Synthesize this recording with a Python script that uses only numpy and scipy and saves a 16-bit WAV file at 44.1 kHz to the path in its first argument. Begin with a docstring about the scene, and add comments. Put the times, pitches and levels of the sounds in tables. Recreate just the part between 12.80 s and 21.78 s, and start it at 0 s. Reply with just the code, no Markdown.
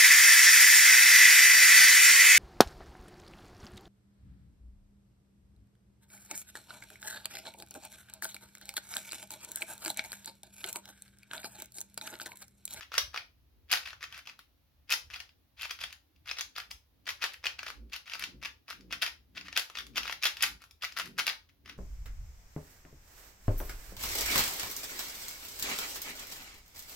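"""In a small room, close to a two-port microphone, a plastic puzzle cube is turned fast in two hands.
Each turn is a cluster of clicks (short ringing tones and noise bursts) with loose pieces ticking at random;
the room answers briefly with sparse, dying echoes. Under it lie shaped noise for the low rumble and the
microphone hiss, and muffled thuds, probably footsteps in the house, made of noise swelling in low resonances."""
import sys
import numpy as np
from scipy import signal
from scipy.fft import rfft, irfft, next_fast_len
from scipy.io import wavfile
from scipy.ndimage import uniform_filter1d

SR = 44100
rng = np.random.default_rng(int(sys.argv[2]) if len(sys.argv) > 2 else 0)


def volts_from_decibels(level):
    """Turn decibel levels (scalar or array-like) into linear amplitude factors."""
    exponent = np.asarray(level, float) / 20
    return 10 ** exponent


def inscribe(sig):
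    """Save sig as 16-bit PCM at rate SR to the path in sys.argv[1].

    A 1-D sig is mono; a 2-D sig holds one channel per row.
    Samples are clipped to [-1, 1] before scaling.
    """
    pcm = np.round(np.clip(np.atleast_2d(sig).T, -1, 1) * 32767)
    wavfile.write(sys.argv[1], SR, pcm.astype(np.int16))


N = 396018  # length in samples


def evened(x):
    """Scales a sound to an average strength (rms) of 1."""
    return x / np.sqrt(np.mean(x ** 2) + 1e-20)


def head_rms(x):
    """Strength (rms) of the first 150 samples, about 3.4 ms."""
    return np.sqrt(np.mean(x[..., :150] ** 2, -1, keepdims=True) + 1e-20)


def read(points, hz):
    """Reads a curve between its points, with frequency on a log axis."""
    f, value = np.transpose(points)
    return np.interp(np.log(hz + 1), np.log(f + 1), value)


def add(mix, s, sound):
    """Mixes a sound in at s seconds."""
    part = mix[:, max(round(s * SR), 0):][:, :sound.shape[1]]
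    part += sound[:, :part.shape[1]]


def resonance(x, hz, width_hz):
    """Rings like a hollow body: two equal one-pole resonances in a row."""
    pole = np.exp((2j * hz - width_hz) * np.pi / SR)
    return signal.lfilter([1], np.poly([pole, pole]), x).real


# spectrum shape of rumble and hiss: (f/Hz, level/dB per Hz)
FLOOR_SHAPE = [(20, -29.5), (40, -12.5), (59, 7.5), (80, -4), (130, -11.5), (220, -17.5), (290, -13),
               (360, -21.5), (700, -24.5), (1500, -29.5), (4000, -29.5), (6000, -34.5), (8200, -46),
               (11000, -33.5), (16000, -31)]
# how alike left and right are: (f/Hz, likeness/0..1)
FLOOR_LIKENESS = [(60, 1), (130, 0.48), (290, 0.31), (640, 0.15), (1500, .15), (5000, .02)]
FLOOR_DB = -65.5  # rms of the rumble and hiss together


def floor(patchy_db=3):
    """Rumble and hiss from random short-time spectra: the rumble alike in both ports, the hiss nearly unrelated."""
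    frames, hz = N // 512 + 5, np.fft.rfftfreq(2048, 1 / SR)
    a, b, c, d, patches = rng.standard_normal((frames, len(hz), 5)).T
    patches = uniform_filter1d(patches, size=10, axis=0)
    patches = evened(uniform_filter1d(patches, size=10, axis=1))
    same = np.clip(read(FLOOR_LIKENESS, hz), -1, 1)[:, None]
    left, other = a + 1j * b, c + 1j * d
    spectra = np.array([left, same * left + np.sqrt(1 - same ** 2) * other])
    lumps_db = patchy_db * patches * (hz[:, None] < 500)  # only the rumble is lumpy
    spectra *= volts_from_decibels(read(FLOOR_SHAPE, hz)[:, None] + lumps_db)
    noise = signal.istft(spectra, nperseg=2048, noverlap=1536)[1][:, :N]
    return volts_from_decibels(FLOOR_DB) * evened(noise)


# muffled thuds: (t/s of the swell's top, boom level/dB, body level/dB, rise/s, fall/s)
THUD_SWELLS = [(.77, -58.5, -78, .04, 0.054), (3.9, -52.5, -74, 0.051, 0.074),
               (5.031, -49.5, -60, 0.087, 0.095), (5.531, -56, -58.5, 0.13, 0.14),
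               (6.04, -57, -58, 0.091, 0.16), (6.59, -67, -60, 0.06, 0.13), (7.1, -57.5, -57.5, 0.11, 0.19),
               (7.7, -58.5, -62.5, 0.097, 0.096), (8.311, -70, -56.5, 0.12, 0.15),
               (8.921, -59.5, -62.5, 0.1, 0.15)]
# low resonances of the house, heard as the body of a thud: (f/Hz, width/Hz, level/dB)
HOUSE_RESONANCES = [(129.2, 12, -6.5), (192.7, 30, -3), (232, 34, -2.5), (293.4, 34, -2.5),
                    (353, 100, -4.5), (468, 59, -13.5)]
BOOM_HZ, BOOM_WIDTH_HZ = 54, 11


def thuds(same=.88):
    """Soft swells of noise, much alike left and right, ringing in the low resonances of the house."""
    common, left, right = rng.standard_normal((3, N))
    noise = same * common + np.sqrt(1 - min(same, 1) ** 2) * np.array([left, right])
    boom = evened(resonance(noise, BOOM_HZ, BOOM_WIDTH_HZ))
    body = evened(sum(volts_from_decibels(db) * evened(resonance(noise, hz, width)) for hz, width, db in HOUSE_RESONANCES))
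    t, out = np.arange(N) / SR, np.zeros((2, N))
    for s, boom_db, body_db, rise, fall in THUD_SWELLS:
        swell = np.exp(-((t - s) / np.where(t < s, rise, fall)) ** 2)
        out += swell * (volts_from_decibels(boom_db) * boom + volts_from_decibels(body_db) * body)
    return out


def jolts(db=-36, hz=140, fade_s=0.0061):
    """Every click also shakes hands and table: a faint, quickly fading low tone, db relative to the click."""
    out, t = np.zeros((2, N)), np.arange(4096) / SR
    push = np.sin(2 * np.pi * hz * t) * t / fade_s * np.exp(-t / fade_s)
    for s, click_db, *_ in CLICK_LIST:
        add(out, s, volts_from_decibels(click_db + db) * np.array([push, push]))
    return out


# time in which the echoes die by 60 dB: (f/Hz, t60/s)
ROOM_DECAY = [(300, 0.34), (1500, 0.22), (5000, 0.24), (15000, 0.21)]
# how alike the echoes are left and right: (f/Hz, likeness/0..1)
ROOM_LIKENESS = [(250, 0.81), (700, 0.3), (2000, 0.22), (5000, 0.23), (12000, 0.12)]


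def room(x, first_s=.002, near_db=-3, near_s=0.0034):
    """Walls: sparse echoes of random sign, dying by band, the early ones stronger; three tails take turns."""
    out, t = np.zeros((2, N)), np.arange(N) / SR
    slots = np.arange(round(first_s * SR), SR // 2 - 20, 20)  # one echo in every 20 samples
    for k in range(3):
        taps = np.zeros((3, SR // 2))
        at = slots + rng.integers(0, 20, (3, len(slots)))
        np.put_along_axis(taps, at, rng.choice([-1., 1.], at.shape), 1)
        taps *= 1 + volts_from_decibels(near_db) * np.exp(-np.arange(SR // 2) / SR / near_s)
        hz, when, z = signal.stft(taps, SR, nperseg=128)
        same = np.clip(read(ROOM_LIKENESS, hz), 0, 1)[:, None]
        z = same * z[2] + np.sqrt(1 - same ** 2) * z[:2]
        decay = volts_from_decibels(-60 * when / read(ROOM_DECAY, hz)[:, None])
        tail = signal.istft(z * decay, SR, nperseg=128)[1]
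        share = np.sqrt(2 / 3) * np.cos(np.pi * (7 * t + k / 3))
        out += signal.oaconvolve((share * x)[None], tail / np.linalg.norm(tail[0]), axes=1)[:, :N]
    return out


# phase between the ports: (f/Hz, left ahead of right/rad)
PORT_PHASE = [(300, 0), (8000, 0.84), (8800, 1.34), (10000, -1.5), (12000, -1.5), (16000, -3.5)]
# level between the ports: (f/Hz, left over right/dB)
PORT_LEVEL = [(60, 4.5), (180, 0.5), (550, -1.5), (1650, 1), (4970, 3), (15000, -0.5)]


def ports(x):
    """The two ports sit apart, so left and right differ in phase and level, depending on frequency."""
    size = next_fast_len(N)
    hz = np.fft.rfftfreq(size, 1 / SR)
    left = np.exp(.5j * read(PORT_PHASE, hz)) * volts_from_decibels(read(PORT_LEVEL, hz) / 2)  # each port takes half
    return irfft(rfft(x, size) * np.array([left, 1 / left]), size)[:, :N]


PAN_DB, PAN_SPREAD_DB = 0.5, 2  # the cube sits a little to the left; each contact lands elsewhere on it
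LAG_SPREAD_S = .00003  # a contact reaches one port a little before the other


def placed(sound, pan_db, lag_s):
    """Puts a contact at one spot on the cube: left, right (shifted by lag_s) and the share for the walls."""
    near, far = sound
    right = volts_from_decibels(-pan_db / 2) * np.roll(near, round(lag_s * SR))
    return np.array([volts_from_decibels(pan_db / 2) * near, right, far])


def burst(luck, fade_s, colour):
    """A short scatter of tiny contacts: the timing of dying noise, the even spectrum of one impulse, coloured."""
    z = rfft(luck * np.exp(-np.arange(len(luck)) / SR / fade_s))
    sound = irfft(z / abs(z) * colour, len(luck))
    sound[len(luck) // 4:-16] = 0  # keep the start and the 16 samples that wrap round ahead of it
    return sound / head_rms(sound)


# tones that the hollow pieces and core ring with, before a small random detune: (f/Hz, level/dB, t60/s)
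CUBE_MODES = [(705, -19, 0.034), (1150, -14, 0.02), (1400, -0.5, 0.0068), (1890, -5.5, 0.016),
              (1865, -2.5, 0.0098), (2300, -2, 0.0081), (2663, -2.5, 0.014), (3490, -3, 0.0077),
              (4150, 1.5, 0.0033), (4994, -1.5, 0.012), (6120, 1, 0.0032)]
# dull knock in the body of a contact: (f/Hz, level/dB)
KNOCK_COLOUR = [(300, -14), (600, -16.5), (1000, -6.5), (1500, 0.5), (2600, 0.5), (3800, -2), (5300, -3),
                (6500, -10), (7500, -24)]
# treble crack of a contact: (f/Hz, level/dB)
CRACK_COLOUR = [(6800, 3.5), (7500, 4.5), (8300, -5), (9700, 4), (11500, 9), (14000, 1.5), (15800, -2.5),
                (16600, -34.5)]
RING_T60_S = 0.008  # the struck piece


def click(hz, upper_db, treble_db, luck, near_oct=0.27, far_db=-8, detune=.03, knock_s=0.00095, crack_s=0.0011):
    """One contact, as heard near and as sent to the walls: cube tones near hz, struck piece, knock and crack."""
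    t, f = np.arange(1024) / SR, np.fft.rfftfreq(1024, 1 / SR)
    mode_hz, db, t60 = np.transpose(CUBE_MODES)[:, :, None]
    # tones far from hz are weaker, by up to far_db
    nearness_db = far_db * (1 - np.exp(-(np.log2(mode_hz / hz) / near_oct) ** 2))
    sway = luck[:len(CUBE_MODES), None]
    sign = (-1.) ** np.arange(len(CUBE_MODES))[:, None]
    tones = np.sin(2 * np.pi * mode_hz * (1 + detune * sway) * t)
    ring = (sign * volts_from_decibels(db + nearness_db - 60 * t / t60) * tones).sum(0)
    ring += volts_from_decibels(-60 * t / RING_T60_S) * np.sin(2 * np.pi * hz * t)
    ring *= 1 - np.exp(-t / 0.00012)  # the contact takes a moment
    ring_db = np.array([[4], [-7]])  # near, walls: rings beam, so their mean over the walls is flatter
    knock = burst(luck[::-1], knock_s, volts_from_decibels(read(KNOCK_COLOUR, f)))
    body = rfft(volts_from_decibels(ring_db) * ring / head_rms(ring) + knock)
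    # split around 3400 Hz to set the upper mids: harder contacts are brighter
    upper = 1 / (1 + (3400 / (f + 1)) ** 8)
    low, high = irfft(body * (1 - upper), len(t)), irfft(body * upper, len(t))
    body = low / head_rms(low) + volts_from_decibels(upper_db) * high / head_rms(high)
    crack = burst(luck, crack_s, volts_from_decibels(read(CRACK_COLOUR, f)) * (f > 6000))
    sound = body / head_rms(body) + volts_from_decibels(treble_db) * crack
    return np.roll(sound, 16, -1) * signal.windows.tukey(len(t), .03)  # wrapped start first, soft ends


# cube layers in motion: (start t/s, length/s, chatter level/dB, ring f/Hz, loudest point/share of the length)
TURN_LIST = [(0, .035, -50, 1492, .3), (0.113, .065, -44.5, 1616, 0.88), (0.339, 0.032, -42.5, 1780, .4),
             (0.9, 0.072, -36, 2664, .4), (1.027, 0.091, -50, 2204, 0.45), (1.203, 0.051, -48.5, 2044, .7),
             (1.3, .1, -50, 1925, 0.39), (1.454, 0.05, -54, 2200, 0.84), (2.093, .055, -33.5, 2609, .6),
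             (2.3, 0.07, -48, 2488, 0.48), (2.776, .08, -45, 3130, .6), (2.891, .022, -46, 2595, .7),
             (2.988, .052, -46.5, 3200, 0.48), (3.457, 0.062, -44, 2453, 0.52),
             (3.574, .04, -45.5, 3535, 0.48), (3.756, .05, -42, 2713, 0.42), (3.886, .02, -67, 3540, .8),
             (4.261, .05, -42, 2207, 0.78), (4.412, .052, -36.5, 2104, 0.44),
             (4.518, 0.026, -52.5, 3000, 0.67), (4.637, .033, -38.5, 2210, .7),
             (4.782, .125, -53, 1587, 0.7), (5.12, .045, -42, 2735, 0.28), (5.258, .1, -49, 2525, 0.95),
             (5.387, 0.046, -40, 1987, .7), (5.615, 0.059, -44, 2190, .6), (5.878, 0.05, -45.5, 1685, 0.63),
             (6.112, .037, -39, 2370, .65), (6.211, .085, -41.5, 2761, 0.22),
             (6.546, 0.054, -50, 2600, 0.52), (6.641, .035, -51, 2170, .55),
             (6.761, 0.025, -32, 3010, 0.41), (6.952, .06, -43.5, 2610, .4), (7.154, .03, -34, 2705, .7),
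             (7.223, .1, -44, 2222, 0.55), (7.423, 0.068, -34, 2494, 0.36), (7.572, 0.041, -47, 2615, .6),
             (7.614, 0.047, -34.5, 2789, .4), (7.802, 0.046, -60, 1695, 0.54),
             (8.02, .035, -41, 2474, 0.74), (8.16, .055, -38, 1594, 0.66), (8.257, .022, -54, 1630, 0.43),
             (8.376, .03, -34.5, 1940, 0.56), (8.459, .048, -36.5, 2421, .55),
             (8.685, .016, -63, 2700, 0.25), (8.863, .07, -55, 1970, .45)]
START_DB, END_DB = -11.5, -8  # chatter at the start and end of a turn, below its loudest
RUN_UP_DB, RUN_UP_S = -10, 0.0049  # chatter that leads into a click: level below it, growth time
CREEP_DB, CREEP_S = -22.5, .02  # faint rubbing before a turn: slope in dB per CREEP_S, and its length
SCRAPE_DB = -11.5  # even scrape under the ticks


def chatter(per_s=700, spread_db=5.0, scatter=.3, upper_db=-6, treble_db=-17):
    """Loose pieces tick at random while a layer moves, swelling and easing off, and just before each click."""
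    t, level, ring_hz = np.arange(N) / SR, np.zeros(N), np.full(N, 2400.)
    for start, length, db, hz, top in TURN_LIST:
        part = slice(max(round((start - CREEP_S) * SR), 0), round((start + length) * SR))
        since = t[part] - start
        swell_db = np.interp(since / length, [0, np.clip(top, .05, .95), 1], [START_DB, 0, END_DB])
        creep_db = (since < 0) * CREEP_DB * (.5 - since / CREEP_S)
        level[part] = np.maximum(level[part], volts_from_decibels(db + swell_db + creep_db))
        ring_hz[part] = hz
    s, db = np.transpose(CLICK_LIST)[:2]
    after = np.minimum(np.searchsorted(s, t), len(s) - 1)  # the next click
    run_up = volts_from_decibels(db[after] + RUN_UP_DB) * np.exp(-abs(s[after] - t) / RUN_UP_S) * (t < s[-1])
    # few large ticks among many small ones
    ticks = volts_from_decibels(spread_db * (np.minimum(rng.exponential(1, N), 4) - 1.5))
    ticks *= (rng.random(N) < per_s / SR) / np.sqrt(per_s / 500)
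    scrape = volts_from_decibels(SCRAPE_DB) * rng.standard_normal(N) * np.sqrt(500 / SR)
    size = np.maximum(level, run_up) * (ticks + scrape)
    # sort the ticks by pitch into 16 kinds of contact
    kinds = np.geomspace(1200, 5500, num=16)
    tick_hz = ring_hz * np.exp(scatter * rng.standard_normal(N))
    kind = np.clip(np.searchsorted(kinds, tick_hz), 0, len(kinds) - 1)
    out = np.zeros((3, N))
    for k, hz in enumerate(kinds):
        contact = click(hz, upper_db, treble_db, rng.standard_normal(1024))
        sound = signal.oaconvolve((size * (kind == k))[None], contact, axes=1)[:, :N]
        pan_db = PAN_DB + PAN_SPREAD_DB * rng.standard_normal()
        out += placed(sound, pan_db, LAG_SPREAD_S * rng.standard_normal())
    return out


# pieces striking one another: (t/s, level/dB, strongest ring f/Hz, treble level/dB)
CLICK_LIST = [(.0082, -42.5, 1730, -16.5), (0.1185, -41.5, 1480, -29.5), (0.1408, -35.5, 1400, -13),
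              (.152, -35.5, 2296, -13), (0.1794, -23.5, 1900, -6.5), (0.1813, -19, 5900, -17.5),
              (0.3436, -34, 1347, -28), (.361, -33.5, 1280, -21.5), (.375, -30.5, 2120, -22.5),
              (.8961, -48, 2500, -25.5), (.901, -47.5, 2770, -25), (0.913, -31, 2800, -24.5),
              (0.9168, -26, 4700, -2.5), (0.9224, -28, 2730, -7.5), (0.9278, -20.5, 2670, -14),
              (0.9367, -22, 1905, -12), (.9551, -33, 2635, -10), (0.9724, -31.5, 3770, -18.5),
              (1.0861, -46.5, 4130, -11.5), (1.1308, -43, 1510, -30), (1.209, -50.5, 1710, -29),
              (1.228, -40.5, 1760, -15.5), (1.2395, -37, 2300, -23.5), (1.3776, -47, 1400, -6),
              (1.3893, -46.5, 1870, -15), (1.4728, -42.5, 2700, -32), (1.491, -46, 2720, -44),
              (1.5914, -47.5, 1470, -8.5), (2.0946, -39, 2560, -29), (2.1043, -33, 2110, -2),
              (2.117, -28.5, 2580, -10), (2.1232, -23, 2700, -5.5), (2.1318, -30.5, 2700, -14),
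              (2.1377, -25, 5200, -12.5), (2.308, -48, 2540, -37), (2.338, -41, 2500, -24.5),
              (2.3599, -41, 2780, -14), (2.4028, -37.5, 2530, -15), (2.4919, -57, 2560, -21),
              (2.8187, -39.5, 3900, -6), (2.8386, -41, 3660, -28), (2.8549, -40.5, 1150, -12),
              (2.8948, -45.5, 2540, -23.5), (2.9092, -32, 3320, -9.5), (3.005, -45, 4780, -7),
              (3.014, -38.5, 3120, -12), (3.0357, -42, 3600, -6.5), (3.0387, -31, 3200, -20),
              (3.1061, -49.5, 2480, -20), (3.127, -43, 2430, -10), (3.3618, -67, 2670, -15),
              (3.4915, -37, 3860, -24.5), (3.5126, -32.5, 4900, -26.5), (3.572, -42.5, 2080, -24),
              (3.5858, -34.5, 5660, -14), (3.594, -35, 4120, -16), (3.6093, -30, 6300, -11.5),
              (3.7625, -37.5, 4780, -26), (3.7766, -40, 3240, -26), (3.7822, -35, 1320, -11),
              (3.8015, -43, 3250, -25), (3.909, -48.5, 1720, 1), (3.9125, -38, 4530, -8.5),
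              (4.2561, -55.5, 4890, -12), (4.2768, -35.5, 1530, -15), (4.2907, -30, 2050, -10.5),
              (4.3047, -36.5, 2650, -18), (4.395, -59, 1380, -17), (4.422, -30.5, 2700, -30.5),
              (4.4301, -33, 2070, -22.5), (4.44, -25, 1820, -15), (4.4625, -40.5, 1670, -11),
              (4.5357, -51, 2330, 0), (4.6405, -35.5, 1770, -22.5), (4.6557, -32.5, 1710, -14),
              (4.6674, -24.5, 2780, -32.5), (4.7911, -34.5, 2660, -35.5), (4.831, -38, 1450, -16.5),
              (4.8661, -37.5, 1440, -19.5), (4.8806, -37.5, 2620, -22), (4.8855, -41, 1400, -11.5),
              (4.9024, -37.5, 1465, -14), (5.0976, -64.5, 3310, -8), (5.1328, -36, 2650, -15),
              (5.1622, -36.5, 2900, -11.5), (5.258, -56, 2060, -19), (5.272, -50.5, 2610, -26),
              (5.2973, -41, 2780, -17), (5.32, -42, 2840, -26), (5.3354, -32, 2800, -20),
              (5.353, -39.5, 1390, -13), (5.395, -41.5, 4100, -1), (5.424, -35, 1730, -14),
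              (5.4388, -30.5, 2620, -16.5), (5.627, -43, 1520, -13), (5.6352, -38.5, 2520, -26),
              (5.6574, -34.5, 2620, -32.5), (5.888, -48.5, 1246, -18), (5.9021, -40, 4920, -6.5),
              (5.9066, -37, 1330, -15.5), (6.0086, -56.5, 5300, -8), (6.1083, -47, 1198, -31),
              (6.1133, -43, 2700, -37), (6.1252, -31, 2260, -13.5), (6.1313, -36, 1916, -18),
              (6.216, -38.5, 2720, -25), (6.2203, -28, 2650, -11), (6.2243, -28.5, 3120, -12.5),
              (6.2304, -29, 2020, -12), (6.2411, -36, 2690, -14), (6.2628, -32.5, 2780, -12.5),
              (6.5723, -40.5, 3380, -40), (6.577, -37, 2540, -28.5), (6.6109, -42.5, 2650, -27),
              (6.6832, -40, 1780, -27), (6.7272, -40, 2540, -29), (6.7612, -33.5, 3310, -37),
              (6.7747, -22, 2850, -10), (6.7952, -31.5, 4400, -5.5), (6.8992, -43.5, 1310, -14),
              (6.953, -38, 2240, -25.5), (6.9724, -35.5, 3550, -33), (6.986, -37, 3250, -9.5),
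              (7.0067, -44, 1530, -19), (7.0666, -50, 3400, -5.5), (7.158, -37.5, 2710, -11),
              (7.1688, -32.5, 2930, -20), (7.1797, -26, 2807, -15.5), (7.2321, -36, 3040, -19.5),
              (7.2547, -37, 1310, -17.5), (7.269, -40, 3950, -19), (7.2967, -34.5, 1090, -20.5),
              (7.3113, -39.5, 2700, -11), (7.3255, -32, 1910, -14), (7.4191, -45.5, 4000, -34),
              (7.426, -35.5, 5600, -8.5), (7.4342, -25.5, 2660, -17), (7.4405, -27.5, 2600, -6.5),
              (7.4538, -22.5, 3060, -11), (7.469, -28.5, 4000, -11), (7.5691, -39.5, 2730, -12.5),
              (7.608, -37, 2520, -21.5), (7.6229, -28, 5530, -9.5), (7.6253, -25.5, 3000, 1),
              (7.6389, -24, 2940, -19), (7.663, -34.5, 2580, -17.5), (7.819, -52.5, 1380, -5),
              (7.839, -50.5, 1490, -7), (7.91, -54, 5430, -5), (8.0224, -36.5, 2610, -13),
              (8.0329, -37, 3200, -12.5), (8.036, -34, 1230, -21), (8.0483, -31, 2050, -14),
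              (8.1226, -46, 5100, -12), (8.1731, -32, 1840, -9), (8.1871, -34.5, 1500, -6),
              (8.1976, -31, 1270, -12.5), (8.217, -40, 1440, -13), (8.2579, -46, 1710, -4),
              (8.2747, -51, 1380, -6), (8.38, -40, 1570, -4), (8.3906, -30, 2730, -10.5),
              (8.3936, -29, 2140, -16.5), (8.3986, -29.5, 1400, -9.5), (8.467, -26.5, 2740, -9),
              (8.478, -24, 2584, -21), (8.4913, -31.5, 2760, -14.5), (8.859, -47.5, 2030, -20),
              (8.8952, -44, 1970, -19)]
# upper mids of a click: level for a 2500 Hz ring, rise per octave of ring, share of the treble they follow
UPPER_DB, UPPER_DB_PER_OCT, UPPER_SHARE = 1.5, 5.5, 0.18


def snaps():
    """The distinct clicks of pieces striking; higher and crisper contacts carry more upper mids."""
    out = np.zeros((3, N))
    lucks = rng.standard_normal((len(CLICK_LIST), 1024))
    for (s, db, hz, treble_db), luck in zip(CLICK_LIST, lucks):
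        upper_db = UPPER_DB + UPPER_DB_PER_OCT * np.log2(hz / 2500) + UPPER_SHARE * treble_db
        contact = click(hz, upper_db, treble_db, luck)
        pan_db = PAN_DB + PAN_SPREAD_DB * luck[500]
        add(out, s, volts_from_decibels(db) * placed(contact, pan_db, LAG_SPREAD_S * luck[501]))
    return out


def scene():
    """Cube, its room and the background; a small cube sheds little bass, its loose pieces even less."""
    ticks = signal.sosfilt(signal.butter(2, 800, "high", fs=SR, output="sos"), chatter())
    cube = signal.sosfilt(signal.butter(2, 450, "high", fs=SR, output="sos"), snaps() + ticks)
    heard = ports(cube[:2] + volts_from_decibels(-2.5) * room(cube[2]))
    return heard + jolts() + floor() + thuds()


def low_pass(x):
    """Removes everything above the highest recorded frequency."""
    return signal.sosfilt(signal.butter(12, 16970, fs=SR, output="sos"), x)


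def record(dry):
    """The microphone cuts the deepest bass, below about 45 Hz."""
    cut = signal.sosfilt(signal.butter(3, 45, "high", fs=SR, output="sos"), dry)
    return low_pass(cut)


dry = scene()
out = record(dry)
inscribe(out)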